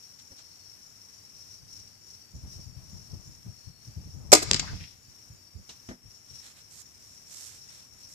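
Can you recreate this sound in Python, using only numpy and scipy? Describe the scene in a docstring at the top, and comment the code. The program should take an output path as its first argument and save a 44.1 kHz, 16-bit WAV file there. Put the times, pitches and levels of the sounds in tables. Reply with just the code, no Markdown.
"""Crickets trill all round a lawn while wind buffets the microphone. About four seconds in, a crossbow
fires: the latch lets go and the string slams home, loud enough to overload the microphone.
A fifth of a second later the bolt slaps into a bag target, and fence and house throw both sounds back.
Then the shooter lowers the bow with a knock and rustling sleeves."""
import sys
import numpy as np
from scipy import signal
from scipy.fft import rfft, irfft, next_fast_len
from scipy.io import wavfile
from scipy.ndimage import uniform_filter1d, map_coordinates

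SR = 44100
rng = np.random.default_rng(int(sys.argv[2]) if len(sys.argv) > 2 else 0)


def dump_mix(stems):
    """Bounce the given channels to the path in sys.argv[1] as a 16-bit WAV at rate SR."""
    frames = np.atleast_2d(stems).T  # one column per channel
    limited = np.clip(frames, -1, 1)  # hard clip at full scale
    pcm = np.round(limited * 32767).astype(np.int16)
    wavfile.write(sys.argv[1], SR, pcm)


N = 358974
TIME = np.arange(N) / SR
# In the tables, fade_s is the time to fade by 60 dB and left_db is how much louder the left side is.

# The blows of the shot (latch, bolt on the rail, string stop, cams, rebound, rattle, echo off a wall):
# start_s, crack_db, boom_db, ring_db, rise_s, fade_s, left_db
SHOT_BLOWS = [(4.3186, -7.5, -22, -39.5, .0015, .022, 0.5), (4.3222, -19.5, -36, -44.5, .003, 0.038, -5.5),
              (4.327, -1.5, -2, -22.5, .002, 0.046, 1.5), (4.332, -1, -29.5, -27.5, 0.0037, 0.023, -1),
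              (4.3491, -12, -17.5, -30, .001, .048, 0.5), (4.3702, -28.5, -31, -43, .001, 0.08, -3.5),
              (4.416, -27, -30, -48.5, 0.016, 0.035, 1)]
# Tone of a blow's sharp crack: pitch_hz, level_db
CRACK_TONE = [(700, -20), (1200, -6.5), (1700, -11), (2300, -7.5), (3100, -15), (4000, -6), (5100, -1),
              (6200, -4), (7600, 0.5), (9200, -13.5), (14500, -21)]
# Tone of the air pushed by the limbs, the bow's springy arms: pitch_hz, level_db
BOOM_TONE = [(60, -28), (200, -22), (300, 11), (430, 10.5), (760, -7), (900, -5.5), (1300, -12.5),
             (2000, -27.5)]
# Deep notes of the limbs: pitch_hz, level_db, fade_s
LIMB_NOTES = [(307, -13, 0.16), (407, -6.5, 0.039), (426, -4.5, 0.085), (449, -17.5, 0.1), (590, 0, 0.041),
              (642, -17.5, .12), (705, -6, 0.073), (788, -8, 0.056), (937, -12, .05), (1002, -11, 0.055),
              (1218, -7.5, .06)]
# High notes of the rail, cams and fittings: pitch_hz, level_db, fade_s
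METAL_NOTES = [(1642, -2, 0.083), (2070, -8.5, 0.1), (2181, -11, .1), (2322, -8.5, 0.083),
               (2988, -8.5, 0.12), (4100, -16.5, .2), (4850, -9, 0.134), (5400, 4, 0.045),
               (5083, -7.5, .15), (5630, -3, 0.11), (6636, -1, .13), (7349, -3, .1), (7500, 2, 0.1292),
               (8300, -3, .12), (7815, -5, 0.1215), (11430, -14.5, .1)]


def crossbow():
    """Each blow cracks, pushes air with the limbs and leaves the metal ringing."""
    out = np.zeros((2, N))
    bass_cut = signal.butter(4, 290, "high", fs=SR, output="sos")  # thin limbs give off little bass
    for start_s, crack_db, boom_db, ring_db, rise_s, fade_s, left_db in SHOT_BLOWS:
        crack = amp(crack_db) * burst(CRACK_TONE, 0.18, rise_s, fade_s)
        limbs = signal.sosfilt(bass_cut, ringing(LIMB_NOTES, rise_s / 2, looseness=0))
        pushed_air = amp(-5.5) * burst(BOOM_TONE, 0.83, rise_s, fade_s)
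        boom = amp(boom_db) * pan(3) * (limbs + pushed_air)
        metal = amp(ring_db) * ringing(METAL_NOTES, rise_s, looseness=1)
        add(out, start_s, pan(left_db) * (crack + boom + metal))
    return from_right(out)


# The bag gives, the shaft rattles, the fence echoes: start_s, rattle_db, thud_db, rise_s, fade_s, left_db
BAG_KNOCKS = [(4.5138, -5, -25.5, 0.00014, 0.0042, 0), (4.519, -50, -30, 0.00075, 0.032, -4),
              (4.528, -35, -38, .0005, 0.034, 3), (4.5332, -14, -39, 0.00045, 0.011, 11.5),
              (4.5425, -16, -29, 0.0018, 0.028, 4.5), (4.556, -27.5, -53, 0.008, 0.061, 0),
              (4.5945, -20, -41, 0.0016, 0.044, 3.5)]
# Bright tone of the bag's tight cloth: pitch_hz, level_db
CLOTH_TONE = [(150, -15), (450, -10), (900, -9.5), (1900, -2.5), (4000, 1), (5000, 7.5), (6300, -0.5),
              (7400, 3.5), (8300, -7.5), (10200, -30), (14500, -34)]
# Dull tone of the bag's filling: pitch_hz, level_db
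FILLING_TONE = [(40, -26), (120, -1), (250, 2.5), (420, -1), (650, -24), (1200, -24)]


def target():
    """The bolt's point slaps the tight bag straight ahead, then the bag and the shaft settle."""
    slap_s, slap_db, size = 4.5126, 0.3, 2048
    cloth = tone_gain(CLOTH_TONE, np.fft.rfftfreq(size, 1 / SR))
    # Pack the cloth's whole tone into one pulse that starts at once (a minimum-phase pulse).
    cepstrum = irfft(np.log(cloth + 1e-4))
    slap = irfft(np.exp(rfft(2 * cepstrum[:size // 2], size)))
    out = knocks(BAG_KNOCKS, CLOTH_TONE, FILLING_TONE)
    add(out, slap_s, amp(slap_db) * slap / np.abs(slap).max())
    return out


# How long sound lingers among nearby surfaces: pitch_hz, fade_s
NEAR_FADES = [(150, .25), (600, 0.069), (2000, 0.28), (7000, 0.17), (12000, .14)]
# How long it lingers across the whole yard: pitch_hz, fade_s
YARD_FADES = [(150, 1.3), (600, 0.2), (2000, 1.6), (5500, 1.4), (8000, 0.58), (12000, 0.34)]


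def reflections(sound, fades, build_s, reach_s):
    """Many small echoes build up, fade at each pitch's own speed and stop where the yard ends."""
    hz, t, bands = signal.stft(rng.standard_normal((2, SR)), SR, nperseg=256)
    fading = amp(-60 * t / value_at(fades, hz)[:, None])
    walls = (1 - np.exp(-t / build_s)) / (1 + (t / reach_s) ** 8)
    tail = signal.istft(bands * fading * walls, SR, nperseg=256)[1]
    return signal.fftconvolve(sound, tail / np.linalg.norm(tail[0]), axes=1)[:, :N]


# Echoes off hedges and houses farther away: start_s, level_db, pitch_hz, rise_s, fade_s
FAR_ECHOES = [(4.625, -41, 930, 0.0061, 0.11), (4.665, -42, 1480, 0.014, 0.22),
              (4.793, -49, 2390, 0.016, 0.23), (4.835, -47, 2760, 0.0053, 0.086)]


def echoes():
    """Each far surface returns the shot as a smear, played here as a burst of noise around one pitch."""
    out = np.zeros((2, N))
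    for start_s, level_db, hz, rise_s, fade_s in FAR_ECHOES:
        band = [(hz / 2, -18), (hz, 0), (hz * 2, -18)]
        add(out, start_s, amp(level_db) * burst(band, 0.28, rise_s, fade_s))
    return out


# Fingers touching the bow: start_s, click_db, bump_db, rise_s, fade_s, left_db
FINGER_KNOCKS = [(.18, -53, -80, 0.02, 0.08, 4), (.305, -77, -52, 0.013, .1, 1),
                 (.365, -51.5, -69, 0.03, 0.18, 3), (5.6915, -43, -55, 0.00071, 0.18, 0.5),
                 (5.886, -47.5, -38, 0.0025, 0.13, 4.5), (5.908, -58, -40, 0.0018, 0.089, 0)]
# Tone of a finger's bright click: pitch_hz, level_db
CLICK_TONE = [(300, -10), (900, -3), (2000, -6.5), (4200, 2), (7000, 2), (12000, -30)]
# Tone of the dull bump under it: pitch_hz, level_db
BUMP_TONE = [(30, -9), (90, -7), (170, -6.5), (235, -2.5), (320, -9), (450, -14), (800, -16.5), (1100, -25),
             (1900, -17), (4000, -61)]
# Notes of a loose fitting: pitch_hz, level_db, fade_s
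FITTING_NOTES = [(2860, -5, .05), (3900, 1, 0.045), (4370, 2, .05)]
# Notes of the stock, the bow's hollow body: pitch_hz, level_db, fade_s
STOCK_NOTES = [(166, -13, 0.069), (247, -1, 0.2), (430, -7, 0.055)]


def handling():
    """Fingers knock on the bow, a fitting ticks as the grip shifts, and a bump rings the stock."""
    tick_s, bump_s = 5.692, 5.888
    out = knocks(FINGER_KNOCKS, CLICK_TONE, BUMP_TONE)
    add(out, tick_s, amp(-44.5) * ringing(FITTING_NOTES, rise_s=0.001, looseness=0.5))
    add(out, bump_s, amp(-37) * ringing(STOCK_NOTES, rise_s=0.0021, looseness=0))
    return from_right(out)


# Strokes of the sleeves: middle_s, length_s, swish_db, scuff_db
SLEEVE_STROKES = [(6.335, .12, -65.5, -65.5), (6.473, 0.096, -58, -56.5), (6.589, 0.056, -62, -60.5),
                  (6.743, 0.065, -56, -62.5), (6.803, 0.042, -53.5, -62), (7.07, 0.26, -66, -71),
                  (7.37, 0.14, -51.5, -57.5), (7.465, 0.06, -52, -60), (7.538, 0.1, -57, -59.5),
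                  (7.754, 0.16, -60.5, -60), (8.01, 0.045, -64, -65), (8.118, 0.06, -57, -66.5)]
# Tone of the fabric's high swish: pitch_hz, level_db
SWISH_TONE = [(3000, -61), (4500, -3.5), (6500, 3.5), (7600, 4), (9500, -5), (14500, -11)]
# Tone of its lower scuff: pitch_hz, level_db
SCUFF_TONE = [(300, -3), (900, -2.5), (1900, 2.5), (3000, 0), (4400, 6.5), (6000, -49)]


def sleeves():
    """Fabric slides on fabric in short strokes, catching in fine grains."""
    swish_level = sum(amp(db) * swell_at(s, length_s) for s, length_s, db, _ in SLEEVE_STROKES)
    scuff_level = sum(amp(db) * swell_at(s, length_s) for s, length_s, _, db in SLEEVE_STROKES)
    swish = swish_level * pan(-14) * noise(SWISH_TONE, alike=0.14)
    scuff = scuff_level * pan(-0.12) * noise(SCUFF_TONE, alike=0.34)
    grains = amp(2 * wobble(300))
    return grains * from_right(swish + scuff)


# Eddies, small swirls of air that hit the microphone: middle_s, level_db, pitch_hz, left_db
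EDDIES = [(1.635, -50.5, 99, 2), (2.357, -35, 89, 0), (2.446, -34.5, 85, 9), (2.572, -38, 90, 5),
          (2.675, -46, 97, 23), (2.776, -44.5, 103, 24), (2.938, -40.5, 90, 9), (3.142, -35.5, 84, 10),
          (3.277, -42, 100, 10), (3.472, -32.5, 117, 14), (3.675, -40.5, 111, 14), (3.88, -36.5, 93.5, 0),
          (3.977, -32, 79, 10), (4.063, -35, 80, -7), (4.151, -39, 90, 18), (4.745, -33, 120, -14),
          (4.819, -38, 95, 2), (5.09, -51.5, 95, 0), (5.31, -43.5, 95.4, 0.5), (5.566, -36, 94.8, -7),
          (6.06, -45, 95, 6), (6.318, -47.5, 90, 10)]


def wind_thumps():
    """A passing eddy pushes and pulls the microphone's membrane once or twice."""
    out = np.zeros((2, N))
    t = TIME[:SR // 10] - 1 / 20  # a tenth of a second, centred on the eddy
    for middle_s, level_db, hz, left_db in EDDIES:
        cycles = hz * t + rng.random() + 0.23 * rng.random((2, 1))
        push = np.exp(-(t * hz / 0.71) ** 2) * np.sin(2 * np.pi * cycles)
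        add(out, middle_s + t[0], amp(level_db - 0.5) * pan(left_db) * push)
    return out


# Strength of the breeze: time_s, level_db
BREEZE_LEVELS = [(0, -76), (1.1, -74), (1.75, -59), (2.3, -67), (2.45, -52.5), (3.2, -53.5), (3.36, -62),
                 (3.8, -65), (4.1, -53), (4.45, -44.5), (4.81, -44.5), (4.87, -63.5), (5.15, -70),
                 (5.45, -68), (6.1, -68.5), (8.14, -64.5)]
# Which side of the microphone the breeze strikes: time_s, left_db
BREEZE_SIDES = [(0, -8), (2.3, 1), (2.8, 4), (3.25, 10), (4.1, 6), (4.65, 7), (5.0, -2), (8.1, -1)]
# Tone of the buffeting: pitch_hz, level_db
BUFFET_TONE = [(20, -20), (45, -6), (80, -0.5), (140, -3), (220, -14), (400, -25.5), (1000, -31.5),
               (3000, -59.5)]


def wind():
    """The breeze buffets the microphone's openings; each eddy adds a duller puff of churning air."""
    calm_db, swing, puff_top_hz = -65, 1.267, 536  # the buffeting swings wider than the breeze
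    buffet_db = calm_db - 3 + swing * (curve(BREEZE_LEVELS) - calm_db) + 2.4 * wobble(22)
    left_db = curve(BREEZE_SIDES)
    steady = amp(buffet_db + np.array([left_db, -left_db]) / 2)
    puff_power = 0
    for middle_s, level_db, _, eddy_left_db in EDDIES:
        length_s = np.where(TIME < middle_s, 0.03, 0.074)  # arrives fast, leaves slowly
        puff_power += (amp(level_db - 9) * pan(0.63 * eddy_left_db) * swell_at(middle_s, length_s)) ** 2
    churn = noise(BUFFET_TONE, alike=0.2008)
    churn_power = np.abs(uniform_filter1d(churn.mean(0) ** 2, size=SR // 25))
    churn /= np.sqrt(churn_power + 0.036)  # evened out, so that each gust sets the level
    deep = filtered(churn, lambda hz: 1 / (1 + (hz / puff_top_hz) ** 2))
    return amp(-1) * (np.sqrt(steady ** 2 + puff_power) * deep + steady * (churn - deep))


# Loudness of the far cricket chorus: time_s, level_db
CHORUS_LEVELS = [(0.04, -54), (0.16, -56.5), (1.54, -54.5), (1.62, -63), (1.78, -50.5), (2.0, -64),
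                 (2.12, -54), (2.38, -62), (2.52, -49.5), (2.74, -61), (2.78, -55), (3.68, -58),
                 (3.74, -69.5), (3.86, -53), (4.22, -63.0), (4.86, -51), (5.0, -63.5), (5.2, -54.5),
                 (5.58, -67), (5.72, -53.5), (5.9, -54), (6.0, -74), (6.12, -54), (6.2, -63), (6.38, -51),
                 (6.5, -59.0), (7.84, -54.5), (7.9, -60.5), (8.0, -54.5), (8.08, -54)]
# Tone of the chorus: pitch_hz, level_db
CHORUS_TONE = [(3600, -27.5), (4300, -17), (4650, -15), (4980, -18.5), (5250, -2.5), (5500, 1),
               (5750, -2.5), (6100, -9), (6600, -19.5), (7900, -24), (9500, -26)]
# Single crickets nearby: pitch_hz, width_hz, level_db, chirps_per_s, offset_s, left_db
NEAR_CRICKETS = [(6830, 80, -73, 3.36, .28, -11), (5150, 90, -72.5, 1.8, 0.37, 10),
                 (5560, 83, -67.5, 1.2, 0.37, 9.5)]
# Lower crickets that trill in short spells: middle_s, length_s, pitch_hz
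LOW_TRILLS = [(.55, 0.37, 4430), (1.207, 0.14, 4650), (1.6, 0.28, 4640), (1.948, 0.18, 4620),
              (2.254, 0.18, 4620), (2.71, 0.26, 4600), (3.123, 0.096, 4640), (3.705, .35, 4390),
              (3.947, 0.15, 4700), (5.082, 0.11, 4640), (5.507, 0.31, 4663)]


def crickets():
    """A far chorus swells and flutters with wing strokes; other crickets call on their own notes."""
    swell = amp(curve(CHORUS_LEVELS) + 1.5 + 1.47 * wobble(9.7))
    flutter = amp(2 * wobble(90))
    out = swell * flutter * pan(6.3) * from_right(noise(CHORUS_TONE, alike=0.094))
    for hz, width_hz, level_db, chirps_per_s, offset_s, left_db in NEAR_CRICKETS:
        chirps = np.cos(np.pi * (chirps_per_s * (TIME - offset_s) + 0.12 * wobble(1.5))) ** 2
        drift = amp(1.5 * wobble(2.7))
        out += amp(level_db) * pan(left_db) * unit(chirps * drift * wing_note(hz, width_hz))
    for middle_s, length_s, hz in LOW_TRILLS:
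        spell = swell_at(middle_s, length_s, steepness=6)
        out += amp(-67.5) * pan(7) * spell * wing_note(hz, width_hz=170)
    return out


def wing_note(pitch_hz, width_hz):
    """The slightly unsteady note of a cricket's wing: a narrow band of noise."""
    hiss = rng.standard_normal((2, N))
    return unit(filtered(hiss, lambda hz: 1 / (1 + (2 * (hz - pitch_hz) / width_hz) ** 2)))


# Tone of the faint outdoor hiss: pitch_hz, level_db
HISS_TONE = [(25, -20), (60, -6.5), (100, -8.5), (200, -9), (400, -15.5), (1000, -16), (2300, -16.5),
             (3400, -21.5), (7000, -16), (10000, -22), (14500, -20)]
# Tone of distant traffic: pitch_hz, level_db
TRAFFIC_TONE = [(50, -14.5), (75, -5), (100, 4), (135, -10), (200, -10), (350, -16)]


def air():
    """A faint hiss swells a little with the cricket chorus, over the rumble of distant traffic."""
    chorus_db = curve(CHORUS_LEVELS)
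    hiss_db = -61 + 0.24 * (chorus_db - chorus_db.mean())
    hiss = amp(hiss_db) * pan(5.7) * from_right(noise(HISS_TONE, alike=0.16))
    return hiss + amp(-67) * noise(TRAFFIC_TONE, alike=0.95)


def knocks(rows, bright_tone, dull_tone):
    """Each contact makes a bright surface noise over a dull body that lasts a little longer."""
    out = np.zeros((2, N))
    for start_s, bright_db, dull_db, rise_s, fade_s, left_db in rows:
        body = amp(dull_db) * burst(dull_tone, 0.91, rise_s, fade_s + 0.024)
        surface = amp(bright_db) * burst(bright_tone, 0.036, rise_s, fade_s)
        add(out, start_s, pan(left_db) * (surface + body))
    return out


def ringing(notes, rise_s, looseness):
    """A struck part's notes fade, neighbours swinging opposite ways; looseness (0-1) upsets that order."""
    t = TIME[:SR // 2]
    hz, level_db, fade_s = np.transpose(notes)[:, :, None]
    phase = np.pi * (np.arange(len(hz))[:, None] + 2 * looseness * rng.random((2, *hz.shape)))
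    waves = amp(level_db - 60 * t / fade_s) * np.sin(2 * np.pi * hz * t + phase)
    return waves.sum(1) * np.minimum(t / rise_s, 1)


def burst(tone, alike, rise_s, fade_s):
    """Noise that rises to a strength of 1 and dies away."""
    t = TIME[:SR // 2]
    shape = np.minimum(t / rise_s, 1) * amp(-60 * np.maximum(t - rise_s, 0) / fade_s)
    return unit(shape * noise(tone, alike, size=len(t))) * np.sqrt(np.mean(shape ** 2))


def noise(tone, alike, size=N):
    """Stereo noise with the given tone; alike runs from 0 (unrelated sides) to 1 (the same on both)."""
    middle, side = filtered(rng.standard_normal((2, size)), lambda hz: tone_gain(tone, hz))
    spread = np.arccos(alike) / 2
    return unit(np.cos(spread) * middle + np.sin(spread) * np.array([side, -side]))


def tone_gain(tone, hz):
    """The gain a tone table gives each pitch, falling away beyond the table's ends."""
    high_cut = 1 + (hz / (1.3 * tone[-1][0])) ** 8
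    low_cut = 1 + (0.7 * tone[0][0] / (hz + 1)) ** 8
    return amp(value_at(tone, hz)) / np.sqrt(high_cut * low_cut)


def value_at(rows, hz):
    """Read between the rows of a (pitch_hz, value) table, with octaves evenly spaced."""
    pitches, values = np.transpose(rows)
    return np.interp(np.log(hz + 1), np.log(pitches + 1), values)


def curve(rows):
    """Join the rows of a (time_s, value) table with straight lines."""
    return np.interp(TIME, *np.transpose(rows))


def swell_at(middle_s, length_s, steepness=4):
    """A smooth rise and fall that stays above half height for length_s."""
    return 1 / (1 + (2 * np.abs(TIME - middle_s) / length_s) ** steepness)


def wobble(per_s):
    """A smooth curve through per_s random values a second."""
    return map_coordinates(rng.standard_normal(int(N * per_s / SR) + 4), [TIME * per_s])


def filtered(sound, gain_at):
    """Scale each pitch in the sound by gain_at(hz)."""
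    length = sound.shape[-1]
    padded = next_fast_len(length + 8192)
    gains = gain_at(np.fft.rfftfreq(padded, 1 / SR))
    return irfft(rfft(sound, padded) * gains, padded)[..., :length]


def from_right(sound, lag_s=0.0002994):
    """Sound from the right reaches the microphone's left side a moment later."""
    return filtered(sound, lambda hz: np.exp(np.pi * 1j * hz * lag_s * np.array([[-1], [1]])))


def pan(left_db):
    """Left and right gains that differ by left_db."""
    return amp([[left_db / 2], [-left_db / 2]])


def amp(db):
    """Turn decibels into a gain."""
    return 10 ** (np.asarray(db) / 20)


def unit(sound):
    """Scale to an average strength (rms) of 1."""
    return sound / np.sqrt(np.mean(sound ** 2) + 1e-20)


def add(out, start_s, sound):
    """Mix a sound into out, beginning at start_s."""
    part = out[:, round(start_s * SR):][:, :sound.shape[-1]]
    part += sound[..., :part.shape[1]]


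def scene():
    """The shot and the hit echo round the yard, over the shooter's movements and the outdoor sounds."""
    shot_and_hit = crossbow() + target()
    near = amp(-15) * reflections(shot_and_hit, NEAR_FADES, build_s=0.014, reach_s=0.3)
    far = amp(-28) * pan(3) * reflections(shot_and_hit, YARD_FADES, build_s=0.46, reach_s=0.38)
    outdoors = wind() + wind_thumps() + crickets() + air()
    return shot_and_hit + near + far + echoes() + handling() + sleeves() + outdoors


def record(dry):
    """The microphone overloads, flattening the loudest peaks, and the highest treble is cut off."""
    top_hz = 14600
    flattened = dry / (1 + np.abs(dry) ** 6) ** (1 / 6)
    return filtered(flattened, lambda hz: 1 / (1 + (hz / top_hz) ** 120))


dry = scene()
out = record(dry)
dump_mix(out)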